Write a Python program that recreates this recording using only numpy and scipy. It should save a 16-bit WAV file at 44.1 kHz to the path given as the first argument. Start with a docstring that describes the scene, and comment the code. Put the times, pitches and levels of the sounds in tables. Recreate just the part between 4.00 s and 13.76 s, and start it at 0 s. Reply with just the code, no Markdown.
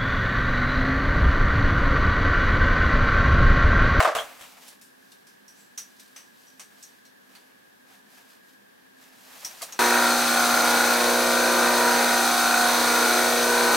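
"""A belt grinder runs close by after an abrupt start: motor lines hum and beat slowly as the shaft slips,
scuffed resonators buzz as the belt arm twice a turn, and coloured noise hisses as abrasive on a caster.
Before it, gloved hands pull that steel caster from under a machine stand: enveloped noise and ringing modes
clatter on the wooden bench, then short bursts clink and pitched swells slide as it is turned over.
Gloves and sleeves brush as noise strokes, over quiet room air with a drone and a thin whirr."""
import sys
import numpy as np
from scipy import signal
from scipy.fft import rfft, irfft, next_fast_len
from scipy.io import wavfile

SR = 44100
rng = np.random.default_rng(int(sys.argv[2]) if len(sys.argv) > 2 else 0)


def unload_wav(signal):
    """Save mono or channel-first audio to the path in sys.argv[1] as 16-bit WAV at rate SR, clipped to [-1, 1]."""
    wavfile.write(
        sys.argv[1],
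        SR,
        np.round(np.clip(np.atleast_2d(signal).T, -1, 1) * 32767).astype(np.int16),
    )


N = 430416
TIME = np.arange(N) / SR

START_S = 5.790   # the handling stops and the grinder sounds
LINE_HZ = 59.96   # two cycles make one shaft turn
# the shaft slips behind the mains and comes back into step once in this time, so the machine beats slowly
SLIP_S = 2.12
# the belt and arm run louder at first: extra level in dB, and the time constant of its decay
SETTLE_DB, SETTLE_S = 2.3, 0.47
CUTOFF_HZ = 15850
# between strokes the hands never quite rest
RESTING_BRUSH_DB, RESTING_FOLDS_DB = -72, -68.5
CLINK_ATTACK_S = 0.0006
# the ring is a peak in dB above the steel colour, the width its half width
SLIDE_SWELL_S, SLIDE_T60_S, SLIDE_WIDTH_HZ, SLIDE_RING_DB = 0.045, 0.35, 330, 15

# In colour tables each row: frequency in Hz, relative level in dB per Hz; a layer's level is set where it is mixed.
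# In resonance tables each row: frequency in Hz, width in Hz, relative gain in dB.

# Workshop air, a colour table; then the modes of its faint drone, a resonance table.
AIR_COLOUR = [(30, -26.5), (79, -19), (130, -10), (215, -1.5), (540, -1.5), (1130, -5.5), (1700, -16.5),
              (2350, -13), (3400, -12), (7470, -21), (12600, -19), (16000, -26.5)]
DRONE_MODES = [(202, 7.9, 0.5), (261, 4.5, 2), (500, 6, -22.5)]
# Colours of the noise that feeds the drone and the whirr, and the whirr's one resonance.
DRONE_FEED = [(80, -19), (180, -7), (300, 2), (700, -13.5)]
WHIRR_FEED = [(900, -28), (1500, -2), (1800, -0.5), (2600, -9)]
WHIRR_MODES = [(1644, 125, 0)]
# Left-right likeness of the room, the hands, and the bench and grinder.
# Each row: frequency in Hz, likeness from -1 to 1.
FAR_LIKENESS = [(60, 0), (130, 0.59), (640, -0.91), (1400, -0.28), (3100, -0.12), (7000, -0.093),
                (15000, 0.67)]
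HANDS_LIKENESS = [(100, 0.56), (700, 0.44), (3000, 0.59), (7000, 0.78), (15000, 1)]
NEAR_LIKENESS = [(60, 0.86), (300, 0.82), (1400, 0.87), (3000, 0.72), (15000, 0.84)]
# Strokes of gloves and sleeves. Each row: middle in seconds, time in seconds from there to 1/e of the power,
# brushing peak in dB, cloth fold peak in dB, both before their uneven grain.
STROKES = [(0.27, 0.079, -55, -47.5), (0.463, 0.088, -53.5, -51), (0.667, 0.061, -52, -54.5),
           (1.1, .1, -64, -70), (1.59, .07, -64, -69), (2.03, 0.19, -61.5, -67), (2.46, 0.12, -61.5, -71),
           (2.834, .11, -59, -64.5), (3.37, 0.086, -63, -61.5), (3.935, .045, -59.5, -62),
           (4.165, 0.059, -58, -59), (4.32, 0.045, -59.5, -60.5), (4.5, .045, -63.5, -71),
           (5.042, .045, -57.5, -58.5), (5.418, 0.18, -51, -52.5), (5.64, 0.2, -50.5, -51)]
# Colours of brushing and of folding cloth.
BRUSH_COLOUR = [(1200, -27.5), (2500, 1), (4500, 3.5), (7000, 1), (10000, -2), (13500, -1.5), (16000, -11)]
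FOLDS_COLOUR = [(150, -14.5), (400, -3), (750, 4), (1400, 1.5), (2500, -0.5), (5000, -14.5)]
# Steel sliding on steel. Each row: start in seconds, level in dB before the swell and decay, pitch in Hz.
SLIDES = [(1.54, -52, 6200), (1.57, -49, 7850)]
# Swivel and plate clinks. Each row: start in seconds, level in dB, t60 in seconds, plate ring in dB,
# pitch of the touched part in Hz, its ring in dB, dull body in dB relative to the steel.
CLINKS = [(0.185, -28, .13, 0, 3250, 36, -11), (0.680, -43.5, 0.15, 0, 10000, 5, -18),
          (0.812, -49.5, 0.34, 6, 10300, 6, -21), (1.117, -49, .14, 6, 4050, 11, -13),
          (1.268, -53.5, 0.33, 2, 5100, 10, -8), (1.479, -49.5, 0.26, 18, 10200, 6, -18),
          (1.776, -31.5, 0.21, 13, 8000, -2, -14), (1.996, -47, .19, 8, 3600, 5, -14),
          (2.161, -44, 0.31, 10, 6100, 5, -3.5), (2.468, -56.5, 0.36, 20, 10900, 5, -19),
          (2.595, -41.5, 0.23, 10, 8500, 10, -4), (2.826, -43, 0.19, 12, 8100, 3, -22),
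          (2.835, -46, .15, 10, 6550, 22, -20), (3.051, -52.5, 0.18, 8, 4200, 12, -8),
          (3.35, -49, 0.18, 2, 4550, 14, -1), (5.447, -29, 0.16, 13.5, 13750, 5, -19),
          (5.618, -32, 0.13, 2, 4750, 2.5, -12), (5.626, -33, .15, 5, 4750, 2, -19),
          (5.723, -35.5, .11, 13, 6600, 12, -8)]
# Modes of the caster's top plate. Each row: frequency in Hz, half width in Hz, factor on the plate ring's dB.
PLATE_MODES = [(5780, 320, 1.0), (4570, 60, 0.05), (6540, 110, 0.3), (8010, 120, 0.76), (8800, 90, 0.2),
               (9490, 64, 0.1), (13600, 110, 0.6)]
# Colours of the steel contact and of the wheel's body.
CLINK_COLOUR = [(1000, -13.5), (2500, -4.5), (4000, -1.5), (6000, -0.5), (7200, -1), (9500, -1.5),
                (12500, -5.5), (16000, -10)]
BODY_COLOUR = [(150, -49), (500, -4.5), (1300, 2), (2500, 2), (4500, -4.5), (9000, -35)]
# Caster on the bench. Each row: start in seconds, thud in dB and crack in dB before the mix trims,
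# t60 in seconds before each part stretches it.
KNOCKS = [(0.002, -13.5, -26.5, 0.091), (0.011, -25, -42, 0.065), (0.026, -20, -30, 0.15),
          (0.048, -18.5, -38, 0.16), (0.054, -20, -48, 0.17), (0.075, -20, -43, 0.22),
          (0.119, -33, -62, 0.17), (0.15, -25.5, -28.5, 0.22), (0.166, -27, -42, 0.11),
          (0.187, -29, -41, 0.2), (0.312, -49, -62, 0.13), (0.393, -55, -49, .2), (0.410, -52, -42.5, 0.21),
          (5.612, -43, -46, 0.089), (5.625, -37, -47, 0.096)]
# Resonances of the bench board, and the colour of the noise that drives them.
BOARD_MODES = [(314, 5.3, -4), (446, 25, -14), (580, 33, -9), (677, 29, 3.5), (766, 50, 1), (1060, 72, 8),
               (1170, 95, 8.5)]
BOARD_FEED = [(150, -15), (450, 15.5), (1500, -16.5), (4000, -18.5)]
# Colours of thud and crack.
THUD_COLOUR = [(30, -21), (280, -35), (420, -15.5), (650, 6), (900, -5.5), (1150, 1.5), (1800, -6.5),
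               (3000, -18), (6000, -25.5), (16000, -50)]
CRACK_COLOUR = [(500, -6.5), (1800, 4), (3300, 3), (4600, -5.5), (8000, -2.5), (12000, -9.5), (16000, -14)]
# Motor and frame vibration. Each row: multiple of the line rate (rounded to the nearest half when played),
# rms level in dB before beating, beat depth from 0 to 1, time of a crest in seconds.
HUM_LINES = [(4, -33.5, 0.05, 7.4), (5, -47, 0.2, 6.14), (5.492, -44, 0.2, 6.7), (6, -39, 0.76, 7.62),
             (7, -49, 0.54, 7.36), (7.99, -36.5, 0.7, 7.3), (9.025, -38.5, 0.34, 7.5),
             (10.02, -42, 0.3, 7.47), (10.54, -42.5, .45, 6.86), (11, -40, 0.7, 7.57),
             (12, -33.5, 0.4, 6.6), (13.04, -37.5, .4, 6.14), (14, -43, .25, 6.6), (15, -50, 0.7, 7.87),
             (16.06, -34.5, 0.31, 7.78), (16.98, -43, 0.3, 7.75), (17.92, -40.5, .55, 6.83),
             (19.93, -41, .2, 7.9), (21, -44.5, 0.9, 6.05), (22.07, -45.5, .45, 7.7), (23, -33, 0.34, 6.08),
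             (24, -41.5, 0.5, 6.7), (25, -37, 0.2, 7.72), (25.97, -39, 0.8, 7.89), (26.96, -53, .3, 5.3),
             (27.9, -52, 0, 5.6), (31, -44, 0.9, 7.9), (38.2, -46.5, 0.7, 7.2)]
# Lines that also beat twice a slip cycle. Each row: multiple of the line rate, beat depth from 0 to 1,
# time of a crest in seconds.
DOUBLE_BEATS = [(10, .35, 6.25), (14, 0.2, 6.84), (16, 0.49, 6.77), (17, 0.6, 6.53), (20, 0.54, 6.43),
                (24, 0.2, 6.54), (25, 0.5, 6.32)]
# Balance of the hum. Each row: frequency in Hz, left minus right in dB.
HUM_PAN = [(240, -1.0), (400, -2.5), (700, -2.0), (1300, 1.8)]
# Resonances of the belt arm and of the rubbed caster.
ARM_MODES = [(1436, 36, 6), (1471, 35, 6.5), (1645, 76, -14.5), (1864, 72, -11.5), (2060, 30, -8),
             (2290, 37, -7.5), (2534, 47, -6), (4200, 51, -12)]
RUBBED_MODES = [(4200, 180, 9), (4870, 25, 15), (5300, 66, 9.5), (6220, 65, 14.5), (8910, 300, 4.5),
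                (12200, 43, -13)]
# Colours of the shaken frame, the belt over its platen, the grit cutting, and the air the grinder stirs.
FRAME_COLOUR = [(200, -25), (380, -10.5), (470, -0.5), (570, -0.5), (670, -10), (850, -21), (2000, -50)]
BELT_COLOUR = [(200, -28), (330, -2), (600, -7), (790, 4.5), (1100, 2.5), (1450, 7.5), (1900, 1),
               (2700, -9.5), (3500, -33), (8000, -22)]
GRIT_COLOUR = [(1200, -19), (2500, 0), (3200, -2.5), (4100, 2), (5400, 0.5), (6200, 2), (7500, -4),
               (8900, -2), (10500, -6), (13500, -6), (16000, -13.5)]
DRAUGHT_COLOUR = [(25, -6), (60, -5.5), (130, -5.5), (220, 4), (330, 3.5), (700, 11.5), (2000, -6.5)]
# Beats of frame, belt and arm, and the arm's faster flutter. Each holds: level in dB before beating,
# beat depth from 0 to 1, beats per slip cycle (rounded when played, 0 is a steady lift), time of a crest in seconds.
FRAME_BEAT = (-36, .6, 1, 7.5)
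BELT_BEAT = (-27.5, 0.26, 1.5, 7.85)
ARM_BEAT = (-32.5, 0.27, 0, 7)
ARM_FLUTTER = (0, .18, 4, 5.92)
# How hard the caster is pressed on the belt. Each row: time in seconds, abrasive hiss in dB before trim and grain.
PRESSURE = [(5.82, -24.5), (5.95, -25.5), (6.64, -24.5), (7.3, -26), (9.05, -24.5), (9.71, -26),
            (9.74, -24)]


def from_db(db):
    """Decibels to gain."""
    return np.exp(np.asarray(db) * (np.log(10) / 20))


def rms_one(x):
    """Scale to unit power."""
    return x / np.sqrt(np.mean(x ** 2) + 1e-20)


def at_hz(points, hz):
    """Read a table on a log-frequency axis."""
    known_hz, values = np.transpose(points)
    return np.interp(np.log(np.maximum(hz, 1)), np.log(known_hz), values)


def drift(rate, size=N):
    """Random wander of spread about 1, drawn as straight lines between rate knots a second."""
    knots = rng.standard_normal(2000)
    wander = np.interp(TIME[:size] * rate + rng.random(), np.arange(len(knots)), knots)
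    return wander * np.sqrt(3 / 2)   # makes up for the spread lost between knots


def noise(colour, likeness, size=N, peaks=(), ripple_db=0):
    """Stereo noise of a given colour and left-right likeness, with peaks and a random spectral ripple; rms 1."""
    padded = next_fast_len(size)
    hz = np.fft.rfftfreq(padded, 1 / SR)
    db = at_hz(colour, hz)
    for centre, half_width, gain_db in peaks:
        db = db + gain_db / (1 + ((hz - centre) / half_width) ** 2)
    db = db + ripple_db * np.interp(hz, np.linspace(0, SR / 2, 150), rng.standard_normal(150))
    mid, side = rfft(rng.standard_normal((2, padded))) * from_db(db)
    alike = np.clip(at_hz(likeness, hz), -1, 1)
    mid = mid * np.sqrt(1 + alike)
    side = side * np.sqrt(1 - alike)
    return rms_one(irfft([mid + side, mid - side], padded)[:, :size])


def white(alike):
    """White stereo noise with one likeness at all pitches; rms 1."""
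    mid, side = rng.standard_normal((2, N))
    return rms_one(np.sqrt(1 + alike) * mid + np.sqrt(1 - alike) * side * [[1], [-1]])


def resonate(x, modes):
    """Parallel two-pole resonances with alternating signs; rms 1."""
    out = 0
    for k, (hz, width, db) in enumerate(modes):
        r = np.exp(-np.pi * width / SR)
        zeros = np.array([1, 0, -1]) * (1 - r * r) / 2
        poles = [1, -2 * r * np.cos(2 * np.pi * hz / SR), r * r]
        out = out + (-1) ** k * from_db(db) * signal.lfilter(zeros, poles, x)
    return rms_one(out)


def high_pass(x, hz):
    """Take the bass out gently."""
    return signal.sosfilt(signal.butter(2, hz, "high", fs=SR, output="sos"), x)


def blows(times, levels_db, t60s, swell):
    """Envelope of blows that swell and die away within half a second; their powers add."""
    power = np.zeros(N)
    for s, db, t60 in np.broadcast(times, levels_db, t60s):
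        at = int(s * SR)
        age = TIME[:min(SR // 2, N - at)]
        blow = from_db(db - 60 * age / t60) * (1 - np.exp(-age / swell))
        power[at:at + len(age)] += blow ** 2
    return np.sqrt(power)


def beat(db, depth, beats, crest_s, size=N):
    """Gain of two vibrations drifting in and out of step: broad crests, narrow dips."""
    angle = 2 * np.pi * round(beats) * (TIME[-size:] - crest_s) / SLIP_S
    return from_db(db) * np.sqrt(1 + depth ** 2 + 2 * depth * np.cos(angle))


def each_turn(x, memory):
    """The same roughness returns with every shaft turn and changes slowly, combing noise into lines; rms 1."""
    out, turn = x.copy(), round(2 * SR / LINE_HZ)
    for i in range(turn, N, turn):
        out[:, i:i + turn] += memory * out[:, i - turn:i][:, :N - i]
    return rms_one(out)


def workshop(whirr_from_s=0.7):
    """Quiet room air as coloured noise, with a resonant drone; a thin whirr sets in early on."""
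    air = from_db(-58) * noise(AIR_COLOUR, FAR_LIKENESS)
    drone = from_db(-66) * resonate(noise(DRONE_FEED, FAR_LIKENESS), DRONE_MODES)
    whirr = from_db(-60) * resonate(noise(WHIRR_FEED, FAR_LIKENESS), WHIRR_MODES)
    return air + drone + whirr * (TIME > whirr_from_s)


def gloves(grain_db=1.2, catch_db=2.0):
    """Knit gloves brush over steel and sleeves fold; each stroke is a bell curve of noise, catching unevenly."""
    brush_power, folds_power = from_db(RESTING_BRUSH_DB) ** 2, from_db(RESTING_FOLDS_DB) ** 2
    for s, half_length, brush_db, folds_db in STROKES:
        stroke = np.exp(-((TIME - s) / half_length) ** 2)
        brush_power = brush_power + from_db(brush_db) ** 2 * stroke
        folds_power = folds_power + from_db(folds_db) ** 2 * stroke
    brush = np.sqrt(brush_power) * from_db(grain_db * drift(150)) * noise(BRUSH_COLOUR, HANDS_LIKENESS)
    folds = np.sqrt(folds_power) * from_db(catch_db * drift(60)) * noise(FOLDS_COLOUR, HANDS_LIKENESS)
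    return brush + folds


def slides():
    """The swivel turns: steel rubs on steel in a soft, pitched swell."""
    out, age = np.zeros((2, N)), TIME[:SR // 2]
    for s, db, hz in SLIDES:
        swell = from_db(db - 60 * age / SLIDE_T60_S) * (1 - np.exp(-age / SLIDE_SWELL_S))
        peaks = [(hz, SLIDE_WIDTH_HZ, SLIDE_RING_DB)]
        rub = noise(CLINK_COLOUR, HANDS_LIKENESS, size=len(age), peaks=peaks, ripple_db=4.0)
        at = int(s * SR)
        out[:, at:at + len(age)] += swell * rub
    return out


def clinks(part_width_hz=330, sing_db=-20, sing_t60=0.2):
    """Play in the swivel: the loose bearing chatters as a noise burst, ringing the top plate and a touched part."""
    out, age = np.zeros((2, N)), TIME[:SR // 3]
    for s, db, t60, plate_db, part_hz, part_db, body_db in CLINKS:
        peaks = [(hz, width, share * plate_db) for hz, width, share in PLATE_MODES]
        peaks.append((part_hz, part_width_hz, part_db))
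        steel = noise(CLINK_COLOUR, HANDS_LIKENESS, size=len(age), peaks=peaks, ripple_db=3.5)
        body = from_db(body_db) * noise(BODY_COLOUR, HANDS_LIKENESS, size=len(age))
        onset = from_db(db) * (1 - np.exp(-age / CLINK_ATTACK_S))
        chatter = from_db(-60 * age / t60) * (steel + body)
        # the plate's main mode sings with its own decay, a little detuned by each grip
        main_hz = PLATE_MODES[0][0] * (1 + 0.0067 * rng.normal())
        sing_angle = 2 * np.pi * main_hz * age + drift(60, size=len(age))
        sing = from_db(sing_db + plate_db - 60 * age / sing_t60) * np.sin(sing_angle)
        at = int(s * SR)
        out[:, at:at + len(age)] += onset * (chatter + sing)
    return out


def bench_knocks(contact_t60=0.029, tail_db=-2.0):
    """The caster bumps over the board: a short hollow thud and a bright crack, then bench and room ring on."""
    s, thud_db, crack_db, t60 = np.transpose(KNOCKS)
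    contact = blows(s, thud_db + 0.5, contact_t60, swell=0.00015) * noise(THUD_COLOUR, NEAR_LIKENESS)
    board = from_db(1) * noise(THUD_COLOUR, NEAR_LIKENESS)
    board = board + from_db(-2.5) * resonate(noise(BOARD_FEED, NEAR_LIKENESS), BOARD_MODES)
    tail = blows(s, thud_db + tail_db, t60 * 1.21, swell=0.00051) * board
    crack = blows(s, crack_db, t60 * 1.4, swell=0.0004) * from_db(1.13 * drift(300))
    crack = crack * noise(CRACK_COLOUR, HANDS_LIKENESS, ripple_db=0.5)
    # the small board radiates little bass
    return high_pass(contact + tail, 330) + crack


def hum(size, fade_db=1.0, skirt=0.35, scatter=1.0):
    """Motor lines as sines, each beating with the slip of the shaft; the belt blurs the high ones."""
    # the lines' phases start from a quarter cycle after each scuff of the belt
    phase = 2 * np.pi * (LINE_HZ * TIME[-size:] - 1 / 4)
    phase = phase + 0.0039 * drift(4.76, size=size)
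    out, flutter = np.zeros((2, size)), beat(*ARM_FLUTTER, size=size)
    double = {k: beat(0, depth, 2, crest_s, size=size) for k, depth, crest_s in DOUBLE_BEATS}
    for multiple, db, depth, crest_s in HUM_LINES:
        k = round(2 * multiple) / 2   # whole multiples of the shaft rate
        blur = min(skirt * k / 20, 1 / 4)
        # the arm's lines stay nearly in step, so they throb once a cycle
        on_arm = 22 <= k <= 28
        spread = 1 / 8 if on_arm else 2 * scatter   # radians
        angle = k * phase + rng.normal() * spread + blur * drift(15, size=size)
        gain = beat(db, depth, 1, crest_s, size=size) * double.get(k, 1)
        if on_arm:
            gain = gain * flutter
        gain = gain * from_db(fade_db * min(k / 10, 1) * drift(3.1, size=size))
        gain = gain * (1 + blur * drift(14, size=size))
        pan_db = at_hz(HUM_PAN, k * LINE_HZ)
        lag = 0.13 * rng.choice([-1, 1])   # radians, opposite in the two channels
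        line = np.sin([angle + lag, angle - lag])
        out += np.sqrt(2) * gain * from_db([[pan_db / 2], [-pan_db / 2]]) * line
    return np.pad(out, ((0, 0), (N - size, 0)))


def rattle(weak_db=-2.5, memory=0.55, uneven_db=0.1):
    """The belt scuffs the arm twice a shaft turn, strong then weak and a little uneven, and sets it ringing."""
    cycles = TIME * LINE_HZ
    count = cycles.astype(int)
    uneven = uneven_db * rng.standard_normal(count[-1] + 1)[count]
    strength = from_db(weak_db * (count % 2) + uneven)
    scuff = np.exp(-2 * (cycles % 1))
    scuffs = scuff * strength * each_turn(white(0.85), memory)
    # the belt presses back on the arm and damps it before the next scuff
    free = 1 + 0.55 * np.cos(2 * np.pi * (cycles - 1 / 4))
    return rms_one(free * high_pass(resonate(scuffs, ARM_MODES), 900))


def abrasive(throb=0.061, grain_db=0.5, hiss_db=-0.44):
    """Grit hisses and rings the caster, following the hand's pressure and throbbing with the motor's vibration."""
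    pressure_db = np.interp(TIME, *np.transpose(PRESSURE))
    bite = 1 + throb * np.cos(2 * np.pi * 4 * LINE_HZ * TIME)
    bite = bite * from_db(pressure_db + hiss_db + grain_db * drift(180))
    cutting = from_db(1.0) * noise(GRIT_COLOUR, NEAR_LIKENESS, ripple_db=2.46)
    ringing = from_db(-8.0) * resonate(white(0.82), RUBBED_MODES)
    return bite * each_turn(cutting + ringing, memory=0.26)


def grinder():
    """Motor hum, arm rattle, shaken frame, belt rush, stirred air and abrasive, all let in at once."""
    settling = from_db(SETTLE_DB * np.exp(-np.maximum(TIME - START_S, 0) / SETTLE_S))
    motor = hum(size=N - int(START_S * SR))
    arm = settling * beat(*ARM_BEAT) * beat(*ARM_FLUTTER) * rattle()
    frame = beat(*FRAME_BEAT) * each_turn(noise(FRAME_COLOUR, NEAR_LIKENESS), memory=0.87)
    belt = settling * beat(*BELT_BEAT) * each_turn(noise(BELT_COLOUR, NEAR_LIKENESS), memory=0.61)
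    draught = from_db(-34) * noise(DRAUGHT_COLOUR, NEAR_LIKENESS)
    rush = (arm + frame + belt + draught + abrasive()) * from_db([[0.25], [-0.25]])   # slightly left
    return (motor + rush) * np.clip((TIME - START_S) / 0.0017, 0, 1)


def scene():
    """Handling first, then the grinder."""
    handling = workshop() + gloves() + slides() + clinks() + bench_knocks()
    return handling * (TIME < START_S) + grinder()


def record(dry):
    """A steep elliptic low-pass cuts the top."""
    return signal.sosfilt(signal.ellip(12, 0.1, 80, CUTOFF_HZ, fs=SR, output="sos"), dry)


dry = scene()
out = record(dry)
unload_wav(out)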